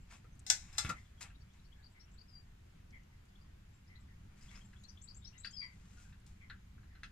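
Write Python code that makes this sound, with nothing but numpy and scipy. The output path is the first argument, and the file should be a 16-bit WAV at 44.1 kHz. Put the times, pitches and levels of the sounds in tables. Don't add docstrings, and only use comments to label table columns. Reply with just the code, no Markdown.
import sys
import numpy as np
from scipy import signal
from scipy.fft import rfft, irfft, next_fast_len
from scipy.io import wavfile
from scipy.ndimage import uniform_filter1d

SR = 44100
rng = np.random.default_rng(int(sys.argv[2]) if len(sys.argv) > 2 else 0)


def unload_audio(sound):
    columns = np.transpose(np.atleast_2d(sound))
    steps = np.round(np.clip(columns, -1, 1) * 32767)
    wavfile.write(sys.argv[1], SR, steps.astype(np.int16))


def rack_gain(trim_db):
    fader = np.asarray(trim_db, float)
    return 10 ** (fader / 20)


N = 313551

# hz, level_db
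FAR_PORTS = [(250, 0), (550, 1.7), (5000, 0.75), (15000, 0.5)]
# hz, level_db
RUB_COLOUR = [(400, -18.5), (750, -5), (1500, -2.5), (2250, -0.5), (2700, -1.5), (3100, -7), (5300, -5),
              (7600, -2), (9000, -11), (15000, -23.5)]


def evened(x):
    return x / np.sqrt(np.mean(x ** 2) + 1e-20)


def read(points, hz):
    f, value = np.transpose(points)
    return np.interp(np.log(hz + 1), np.log(f + 1), value)


def add(mix, s, sound):
    part = mix[round(s * SR):][:len(sound)]
    part += sound[:len(part)]


def coloured(x, gain):
    size = next_fast_len(x.shape[-1])
    spectrum = rfft(x, size) * gain(np.fft.rfftfreq(size, 1 / SR))
    return irfft(spectrum, size)[..., :x.shape[-1]]


def from_left(hz):
    # hz, left_lead_rad
    bass_phase = [(200, 1.5), (300, 1.3), (520, 3.5), (800, -2)]
    left_lead_s = 28 / SR
    return np.where(hz < 800, read(bass_phase, hz), 2 * np.pi * hz * left_lead_s)


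def yard(x, wet_db, stretch, balance_db, lead):
    # hz, t60_s
    yard_t60 = [(300, 0.35), (1500, 0.22), (5000, 0.19), (10000, 0.19), (16000, 0.033)]
    taps = np.zeros((2, SR))
    at = np.arange(200, SR - 20, 20) + rng.integers(0, 20, (2, (SR - 201) // 20))
    np.put_along_axis(taps, at, rng.choice([-1., 1.], at.shape), 1)
    hz, t, z = signal.stft(taps, SR, nperseg=256)
    decay = rack_gain(-60 * t / (stretch * read(yard_t60, hz)[:, None]))
    tail = signal.istft(z * decay, SR, nperseg=256)[1]
    echoes = signal.fftconvolve(x[None], tail / np.linalg.norm(tail[0]), axes=1)[:, :N]
    direct = np.array([x, coloured(x, lambda f: np.exp(-1j * lead(f)))])
    both = direct + rack_gain(wet_db) * echoes
    return coloured(both, lambda f: rack_gain(np.outer([.5, -.5], balance_db(f))))


def town():
    # hz, level_db_per_hz
    town_colour = [(12, -38), (20, -6), (70, -2), (134, -14), (193, -16), (270, -28), (399, -29),
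                   (499, -32), (642, -40), (850, -36), (2300, -37.5), (3300, -42), (6010, -47),
                   (7310, -45.5), (7950, -51.5), (14700, -56), (16000, -62)]
    # time_s, level_db
    rumble = [(0.0, -59.5), (0.59, -58.5), (0.81, -58.5), (1.88, -61.5), (2.73, -60), (3.21, -61.5),
              (4.14, -58.5), (5.29, -60), (7.11, -58)]
    # hz, likeness_0_to_1
    town_same = [(60, 0.94), (200, 0.93), (380, 0.94), (1000, 0.21), (4000, 0.067), (9000, 0.22)]
    frames, hz = N // 256 + 5, np.fft.rfftfreq(1024, 1 / SR)
    a, b, c, d, patches = rng.standard_normal((frames, 513, 5)).T
    patches = evened(uniform_filter1d(uniform_filter1d(patches, 12, 0), 14, 1))
    s, db = np.transpose(rumble)
    swell_db = np.interp((np.arange(frames) * 256) / SR, s, db - db.mean())
    swell_db = swell_db / (1 + (hz[:, None] / 300) ** 4)
    same = np.clip(read(town_same, hz), -1, 1)[:, None]
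    left = a + 1j * b
    shared = same * left * np.exp(-1j * from_left(hz))[:, None]
    right = shared + np.sqrt(1 - same ** 2) * (c + 1j * d)
    z = np.array([left, right]) * rack_gain(read(town_colour, hz)[:, None] + 0.97 * patches + swell_db)
    z *= rack_gain(np.outer([.5, -.5], read(FAR_PORTS, hz)))[:, :, None]
    air = signal.istft(z, nperseg=1024, noverlap=768)[1][:, :N]
    return rack_gain(-56.5 + 2.0) * evened(air)


def far_engine():
    # time_s, level_db
    approach = [(0, -77.5), (3.8, -78.5), (4.601, -67.5), (6.3, -72.5), (7.11, -70.5)]
    hum = coloured(rng.standard_normal(N), lambda f: 1 / (1 + ((f - 192) / 14) ** 2))
    return rack_gain(np.interp(np.arange(N) / SR, *np.transpose(approach))) * evened(hum)


def jackdaws():
    # start_s, length_s, first_pitch_hz, last_pitch_hz, level_db
    yaps = [(0.953, 0.043, 1060, 1019, -64.5), (1.758, 0.078, 857, 850, -77.5),
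            (1.944, 0.053, 1087, 982, -71.5), (2.922, .06, 1075, 983, -63.5),
            (3.1, 0.063, 1030, 1010, -81.5), (3.88, 0.114, 1019, 990, -72.5), (4.075, 0.068, 975, 895, -76),
            (4.498, 0.069, 1110, 1017, -69.5), (5.344, 0.025, 987, 1010, -69.5),
            (5.609, 0.051, 1170, 964, -53.5), (5.69, 0.046, 1060, 1020, -69.5),
            (5.967, 0.047, 724, 703, -70.5), (6.051, 0.024, 772, 730, -70), (6.406, 0.0515, 1130, 995, -66),
            (6.9, 0.067, 978, 907, -75)]
    partials_db = [-14.5, 4.5, -14.5, -24]
    flutter_hz, flutter_depth = 190, 0.57
    out = np.zeros(N)
    for s, length, first_hz, last_hz, db in yaps:
        u = np.linspace(0, 1, round(length * SR))
        wobble = .038 * evened(uniform_filter1d(rng.standard_normal(len(u)), 120))
        pitch = (first_hz + (last_hz - first_hz) * u) * (1 + wobble)
        turn = 2 * np.pi * np.cumsum(pitch) / SR
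        voice = sum(rack_gain(d) * np.sin((k + 1) * turn) for k, d in enumerate(partials_db))
        flutter = 1 + flutter_depth * np.sin(2 * np.pi * flutter_hz * u * length)
        add(out, s, rack_gain(db) * voice * flutter * np.sin(np.pi * u ** 0.55))
    return out


def bird_strokes():
    syllables = { "low": [(0.0017, 0.0206, 3154, 3700, 0.5)],
                 "middle": [(0.0011, 0.0246, 3710, 4275, -1.5)], "peep": [(0.002, 0.023, 4610, 5240, -1)],
                 "dip": [(0.002, 0.035, 2700, 2900, 3)], "pair": [(0, 0.0273, 5400, 6180, -4.5),
                 (.005, 0.0296, 4500, 5230, -4)], "high": [(.003, .011, 5340, 7640, -8),
                 (.008, 0.012, 6980, 8120, -4.5), (.023, .024, 7330, 8150, -1)],
                 "double": [(.002, 0.0127, 3600, 4500, -5), (.007, 0.0254, 4174, 5280, 0.5),
                 (.029, .024, 4100, 5150, -0.5), (.05, 0.013, 4400, 5500, -15)],
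                 "fork": [(0, 0.022, 3400, 3900, -12), (.019, 0.033, 3350, 4050, -8.5),
                 (0.033, 0.047, 3600, 4750, -13), (0.027, 0.024, 5030, 5400, -2.5),
                 (.047, 0.0286, 5350, 6000, -2.5)], }
    singles = { "low": [(1.273, -79.5, .97), (1.501, -70.5, 1), (3.349, -66.5, 1), (4.481, -60.5, 0.99),
               (4.605, -67.5, 0.92), (4.758, -64, 1), (4.968, -59.5, 1.01)], "middle": [(1.342, -65, 0.94),
               (1.584, -68, 0.96), (3.95, -58, 0.99), (4.832, -55, 1.02)], "peep": [(3.278, -77.5, .97),
               (3.408, -72, 0.97), (3.868, -69.5, 1.04), (4.408, -64.5, 1.01), (4.546, -58.5, 1.05)],
               "dip": [(2.066, -73.5, 1.0), (5.324, -66.5, 1.0)], }
    figures = { "pair": [(1.398, -69, 0.93), (1.64, -69, 0.91), (4.88, -54.5, 1.01)],
               "high": [(1.768, -78.5, 1.01), (1.89, -74, 0.98), (2.109, -67, 0.98), (5.012, -51.5, 0.99),
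               (5.139, -56, .96), (5.373, -53.5, 0.98)], "double": [(1.823, -64.5, 0.96),
               (2.172, -63, 0.97), (5.071, -56, .99), (5.432, -48, 0.99)], "fork": [(5.216, -51, 1)], }
    # start_s, length_s, first_hz, last_hz, level_db
    seeps = [(0.001, 0.044, 6900, 7830, -77), (0.32, 0.026, 6100, 6260, -74.5),
             (1.045, 0.032, 3370, 3600, -68), (1.17, 0.0383, 3300, 3300, -74),
             (1.275, .02, 3400, 3760, -71), (1.714, .03, 2800, 3660, -67), (1.988, .045, 3400, 4750, -73),
             (1.994, .03, 5050, 5710, -61), (2.029, .035, 5800, 5500, -72), (2.276, 0.029, 5400, 4880, -69),
             (3.72, 0.075, 7550, 7300, -78), (4, 0.025, 7300, 7800, -73.5), (4.5, 0.033, 5200, 5600, -74),
             (4.526, 0.1, 6670, 6740, -76), (4.645, 0.025, 7250, 7600, -70), (4.772, 0.1, 6900, 6600, -79),
             (5.335, 0.1, 3500, 4150, -72), (5.506, 0.013, 5450, 8100, -59),
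             (5.509, 0.063, 3020, 3400, -68), (5.513, 0.012, 5340, 8000, -63),
             (5.562, 0.016, 5030, 4900, -50.5), (5.612, 0.043, 4600, 4805, -50.5)]
    bend = 0.75
    strokes = []
    for name, sung in {**singles, **figures}.items():
        for s, db, factor in sung:
            for delay, length, first_hz, last_hz, part_db in syllables[name]:
                strokes.append((s + delay, length, factor * first_hz, factor * last_hz, db + part_db))
    out = np.zeros(N)
    for s, length, first_hz, last_hz, db in strokes + seeps:
        u = np.linspace(0, 1, round(length * SR))
        pitch = first_hz + (last_hz - first_hz) * u ** bend
        breath = np.convolve(rng.standard_normal(SR // 4), np.hanning(90), "same")
        hoarse = 1 + 0.41 * evened(breath)[:len(u)]
        tone = np.sin(np.pi * u) ** 1.02 * np.sin(2 * np.pi * np.cumsum(pitch) / SR)
        add(out, max(s, 0), rack_gain(db - 2.5) * hoarse * tone)
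    twigs = rng.standard_normal(1500) * rack_gain(-60 * np.arange(1500) / SR / 0.031)
    return out + rack_gain(-3.2) * signal.oaconvolve(out, twigs / np.linalg.norm(twigs))[:N]


def bird_whistles():
    # start_s, peak_db, first_hz, settled_hz, glide_s
    whistles = [
        (2.285, -57.5, 5320, 4707, 0.026),
        (5.526, -41, 5413, 4563, 0.055),
    ]
    swell_s, swell_db, fade_db_per_s, waver_depth = 0.071, 19.5, 370, 0.4
    out, t = np.zeros(N), np.arange(SR // 4) / SR
    for s, db, first_hz, settled_hz, glide in whistles:
        pitch = settled_hz + (first_hz - settled_hz) * np.exp(-t / glide)
        turn = 2 * np.pi * np.cumsum(pitch) / SR
        under_db = np.maximum(swell_db * (1 - t / swell_s), fade_db_per_s * (t - swell_s))
        breath = np.convolve(rng.standard_normal(len(t)), np.hanning(500), "same")
        waver = 1 + waver_depth * evened(breath)
        add(out, s, rack_gain(db - under_db) * waver * np.minimum(t / 0.002, 1) * np.sin(turn))
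    return out


def ticks():
    # start_s, peak_db, centre_hz
    clicks = [(0.3536, -75, 7870), (0.394, -61, 7900), (0.398, -72, 4100), (0.4, -69, 7300),
              (1.535, -74, 6000), (2.9063, -67.5, 5780), (3.034, -76.5, 6240), (3.254, -75, 7580),
              (4.427, -71, 5850), (4.43, -72, 7540), (4.7375, -75, 3470), (4.8375, -64, 7550),
              (4.838, -68, 5000), (6.2, -75, 8000), (6.2644, -68, 4600), (6.265, -68, 7400)]
    width_hz, t60_s = 1700, 0.03
    out, t = np.zeros(N), np.arange(4096) / SR
    for s, db, hz in clicks:
        band = coloured(rng.standard_normal(len(t)), lambda f: np.exp(-((f - hz) / width_hz) ** 2))
        add(out, s, rack_gain(db + 3 - 60 * t / t60_s) * evened(band))
    return out


def scuffs():
    # peak_s, rise_20db_s, fall_20db_s, peak_db, treble_db
    rubs = [(0.111, 0.02, 0.1, -68, -9), (0.152, 0.1, 0.035, -67, -11), (.866, 0.06, 0.03, -58, -13),
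            (.896, 0.4, 0.01, -60, -13), (0.927, 0.07, 0.05, -59, -18), (.98, 0.05, 0.18, -76, -4),
            (1.2105, .004, .06, -55, -6), (1.228, 0.03, 0.0052, -63.5, -2),
            (1.238, -0.07, 0.0539, -58.5, -24), (1.537, -0.05, 0.12, -73, -13),
            (4.369, 0.01, .9, -82.5, -4), (4.41, -0.1, .5, -85, -0.5), (4.521, 0.5, .16, -76.5, -14),
            (4.556, 0.06, .06, -67, -11), (5.83, 2, .4, -91.5, -6), (5.99, 0.76, .2, -79, -5.5),
            (6.02, .1, .12, -80, 1.5), (6.266, .004, .12, -76, -1.5)]
    grain_size = np.minimum(rng.exponential(1, N // 40 + 1), 4).repeat(40)[:N]
    grit = rng.standard_normal(N) * rack_gain(3.04 * grain_size)
    low_share = lambda f: 1 / (1 + (f / 3300) ** 8)
    dull = evened(coloured(grit, lambda f: rack_gain(read(RUB_COLOUR, f)) * low_share(f)))
    bright = evened(coloured(grit, lambda f: rack_gain(read(RUB_COLOUR, f)) * (1 - low_share(f))))
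    out = np.zeros(N)
    for s, rise, fall, db, treble_db in rubs:
        rise, fall = max(rise, .003), max(fall, .003)
        at = np.arange(max(round((s - 2 * rise) * SR), 0), round((s + 2 * fall) * SR))
        under = np.maximum((s - at / SR) / rise, (at / SR - s) / fall)
        out[at] += rack_gain(db - 20 * under) * (dull[at] + rack_gain(treble_db + 7.5) * bright[at])
    return out


def tyre():
    # start_s, level_db, pitch_hz, t60_s
    thumps = [
        (.245, -58, 300, 0.028),
        (0.847, -31, 81, 0.064),
        (0.86, -36, 60, 0.067),
        (0.891, -36.5, 129, 0.059),
        (0.92, -43.5, 97.3, 0.082),
    ]
    out, t = np.zeros(N), np.arange(SR // 4) / SR
    for s, db, hz, t60 in thumps:
        push = np.sin(2 * np.pi * hz * t * (1 + .5 * np.exp(-t / 0.041)))
        add(out, s, rack_gain(db - 60 * t / t60) * push * np.minimum(t / 0.0018, 1))
    return out


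def struck(hits, modes, dense, dense_db, dense_t60, crack_db, crack_t60, longest, rattle, steady):
    rise_cycles = 4.0
    out, t = np.zeros(N), np.arange(SR // 3) / SR
    hz, db, t60 = np.transpose(modes)[:, :, None]
    ripple_db = 2.0 * evened(uniform_filter1d(rng.standard_normal(len(t) // 2 + 1), 30))
    for s, peak_db, ring, tilt_db in hits:
        strike = 1.4 * rng.standard_normal(hz.shape)
        fall_db = 60 * t / (np.minimum(t60, longest) * ring)
        level_db = db + strike + tilt_db * np.log2(hz / 3000) - fall_db
        shake = steady + rattle * evened(uniform_filter1d(rng.standard_normal(level_db.shape), 250))
        tones = np.sin(2 * np.pi * (hz * t + rng.random(hz.shape)))
        clear = (rack_gain(level_db) * (1 - np.exp(-hz * t / rise_cycles)) * shake * tones).sum(0)
        mass = coloured(rng.standard_normal(len(t)),
                        lambda f: rack_gain(read(dense, f) + ripple_db + tilt_db * np.log2((f + 300) / 3000)))
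        dying = rack_gain(dense_db - 60 * t / (dense_t60 * ring)) + rack_gain(crack_db - 60 * t / crack_t60)
        sound = clear / np.std(clear[:400]) + evened(mass) * dying
        sound *= np.minimum(t / 0.00068, 1) * np.cos(1.5 * np.pi * t)
        add(out, s, rack_gain(peak_db) * sound / abs(sound).max())
    return out


def frame_knocks():
    # start_s, peak_db, ring_factor, tilt_db_per_octave
    knocks = [(1.211, -60, 0.86, 5), (1.232, -56, 0.41, -5), (1.299, -57.5, 0.54, -10),
              (4.731, -56, 0.6, -7), (5.447, -36, 0.7, 8.5), (6.125, -59.5, 0.65, 2),
              (6.499, -43, 0.84, -1.5), (6.779, -59.5, 0.77, -23), (6.832, -60, 0.9, -9.5),
              (6.951, -56.5, 1.1, 1.5), (7.033, -36, 0.67, 6.5)]
    # pitch_hz, level_db, t60_s
    frame_modes = [(1336, -14, 0.04), (1450, 13, 0.088), (1706, -29, 0.054), (1960, 20.5, 0.13),
                   (2680, 20.5, 0.11), (3000, -84, 0.08), (3780, 10, 0.08), (4100, 26, 0.044),
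                   (6200, -1, 0.078)]
    # hz, level_db_per_hz
    blow = [(500, -69), (850, -32), (1570, 6), (2300, -12.5), (4150, -19), (8030, -43), (8740, -40),
            (9620, -49), (15000, -72)]
    return struck(knocks, frame_modes, blow, dense_db=1.5, dense_t60=0.23, crack_db=2.0, crack_t60=0.023,
                  longest=.25, rattle=0.69, steady=0.39)


def wheel_bounce():
    # start_s, peak_db, ring_factor, tilt_db_per_octave
    touches = [
        (0.8477, -33, 0.45, -1),
        (0.856, -42, 0.44, 0),
        (0.8635, -41, 0.33, 1),
        (0.868, -42, 0.5, 1.8),
        (0.878, -46, 0.48, 0),
    ]
    # pitch_hz, level_db, t60_s
    wheel_modes = [(614, -8, 0.053), (1405, 2, .06), (1750, -7, .06), (2101, -0.5, 0.069), (2602, -3, .07),
                   (3400, -7, .06)]
    return struck(touches, wheel_modes, RUB_COLOUR, dense_db=-1.5, dense_t60=0.08, crack_db=4.0,
                  crack_t60=0.0048, longest=.25, rattle=0.66, steady=0.37)


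def fork_landing():
    # start_s, peak_db, ring_factor, tilt_db_per_octave
    rattles = [
        (0.243, -60, 0.29, -3),
        (0.7815, -37, 0.6, 0.5),
        (0.8915, -36, 0.4, 1.5),
        (0.895, -33, 0.4, 0),
        (0.899, -34, 0.4, -2),
        (0.9035, -37, 0.4, 1),
        (0.907, -40, 0.3, -3),
        (0.914, -46.5, 0.2, -1.5),
        (0.921, -44, 0.18, 0),
        (0.934, -50, 0.38, -6),
    ]
    # pitch_hz, level_db, t60_s
    fork_modes = [(596.6, -6, 0.048), (1130, -5, 0.074), (1296, 2, 0.16), (1366, 0, 0.14),
                  (1859, -5.5, 0.077), (2080, -4.5, 0.1), (2563, -7, 0.1), (3845, -10.5, 0.071)]
    return struck(rattles, fork_modes, RUB_COLOUR, dense_db=-1.5, dense_t60=0.08, crack_db=4.0,
                  crack_t60=0.0056, longest=.25, rattle=0.88, steady=0.26)


def stand():
    # start_s, peak_db, ring_factor, tilt_db_per_octave
    clanks = [
        (0.465, -35.5, 4.1, 1),
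        (0.4998, -11, 0.72, 0),
        (0.5015, -12, 0.15, -1),
    ]
    # start_s, peak_db, ring_factor, tilt_db_per_octave
    rebounds = [
        (0.7275, -52, 2.6, 0),
        (0.7735, -46, 0.58, 1.5),
        (0.7805, -28, 0.5, 0),
        (0.7822, -19.5, 0.61, 0),
        (0.8609, -55.5, 0.67, -12),
        (0.8925, -42, 0.15, 8),
    ]
    stand_hz = [760, 1500, 1720, 2060, 2650, 3480, 4040, 4777, 5158, 5245, 5034, 5628, 6100, 6659, 7194,
                7296, 7408, 8098, 9870, 11300, 840, 14390, 7636, 8893, 2370]
    # first_foot_db, other_foot_db, t60_s
    stand_ring = [(-12, -16, 0.13), (-9, -18, 0.14), (-7, -17, .17), (-18, -8, .12), (-18, -9, .15),
                  (-13, -12, 0.21), (-3.5, -3, 0.086), (-16, -16, .15), (-7, -4, 0.15), (0.5, -0.5, 0.12),
                  (-9, -10, 0.12), (-7, -10, 0.14), (-8, -11.5, .14), (-1.5, -21, 0.12), (-5, -8, 0.075),
                  (-3, -7, 0.095), (-7, -8, 0.22), (-10, -10, .13), (-20, -17.5, .15), (-24, -20.5, 0.18),
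                  (-14, -9, 0.1), (-22, -21.5, .13), (-9, -6, .13), (-16, -14, 0.16), (-20, -10, .12)]
    # hz, level_db_per_hz
    crack = [(290, -62.5), (500, -32.5), (795, -10.5), (1050, -29.5), (1570, -9), (2290, -11),
             (3000, -15.5), (3900, -4.5), (4650, -12), (5300, -3), (6500, -3.5), (7600, -7), (10800, -27),
             (14800, -35), (15900, -54.5)]
    first_db, other_db, t60 = np.transpose(stand_ring)
    first = struck(clanks, np.column_stack([stand_hz, first_db, t60]), crack, dense_db=0.6, dense_t60=0.24,
                   crack_db=11.0, crack_t60=0.014, longest=0.31, rattle=.18, steady=.35)
    other = struck(rebounds, np.column_stack([stand_hz, other_db, t60]), crack, dense_db=-1.6, dense_t60=0.22,
                   crack_db=4.0, crack_t60=0.012, longest=0.31, rattle=.15, steady=.4)
    return first + other


def scene():
    # hz, level_db
    frame_ports = [(250, 0.96), (950, 2.3), (2400, 3.4), (6000, 6.4), (15000, 6.45)]
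    # hz, left_lead_rad
    frame_phase = [(1000, 0.1), (3450, 0.63), (15800, 4.3)]
    # hz, level_db
    stand_ports = [(250, 2), (2000, 1), (3300, 9), (5500, 6.5), (7500, 6.5), (9200, -7), (12000, -12),
                   (15000, -22)]
    # hz, left_lead_rad
    stand_phase = [(1640, 0.99), (4310, 22), (5250, 18), (7410, 26), (8870, 25.5), (10400, 26.5),
                   (15800, 28)]
    farther = yard(rack_gain(-2.0) * jackdaws(), 0.63, 0.99, lambda f: read(FAR_PORTS, f) + 1.9, from_left)
    song = bird_strokes() + bird_whistles()
    far = yard(song, -8.0, 0.81, lambda f: read(FAR_PORTS, f) + 10.0, from_left)
    bike = scuffs() + tyre() + frame_knocks() + wheel_bounce() + fork_landing()
    near = yard(bike, -6.0, 0.43, lambda f: read(frame_ports, f), lambda f: read(frame_phase, f))
    steel = yard(stand(), -8.0, 0.93, lambda f: read(stand_ports, f), lambda f: read(stand_phase, f))
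    left_right = rack_gain([[2.5], [-1.5]])
    return town() + far_engine() + farther + far + left_right * ticks() + near + steel


def low_pass(x):
    return signal.sosfilt(signal.butter(12, 16320, fs=SR, output="sos"), x)


def record(dry):
    dry = coloured(dry, lambda f: 1 / (1 + (f / 15450) ** 80))
    mid, side = (dry[0] + dry[1]) / 2, (dry[0] - dry[1]) / 2
    side = coloured(side, lambda f: 1 - .975 / (1 + (f / 250) ** 4))
    return low_pass(np.array([mid + side, mid - side]))


dry = scene()
out = record(dry)
unload_audio(out)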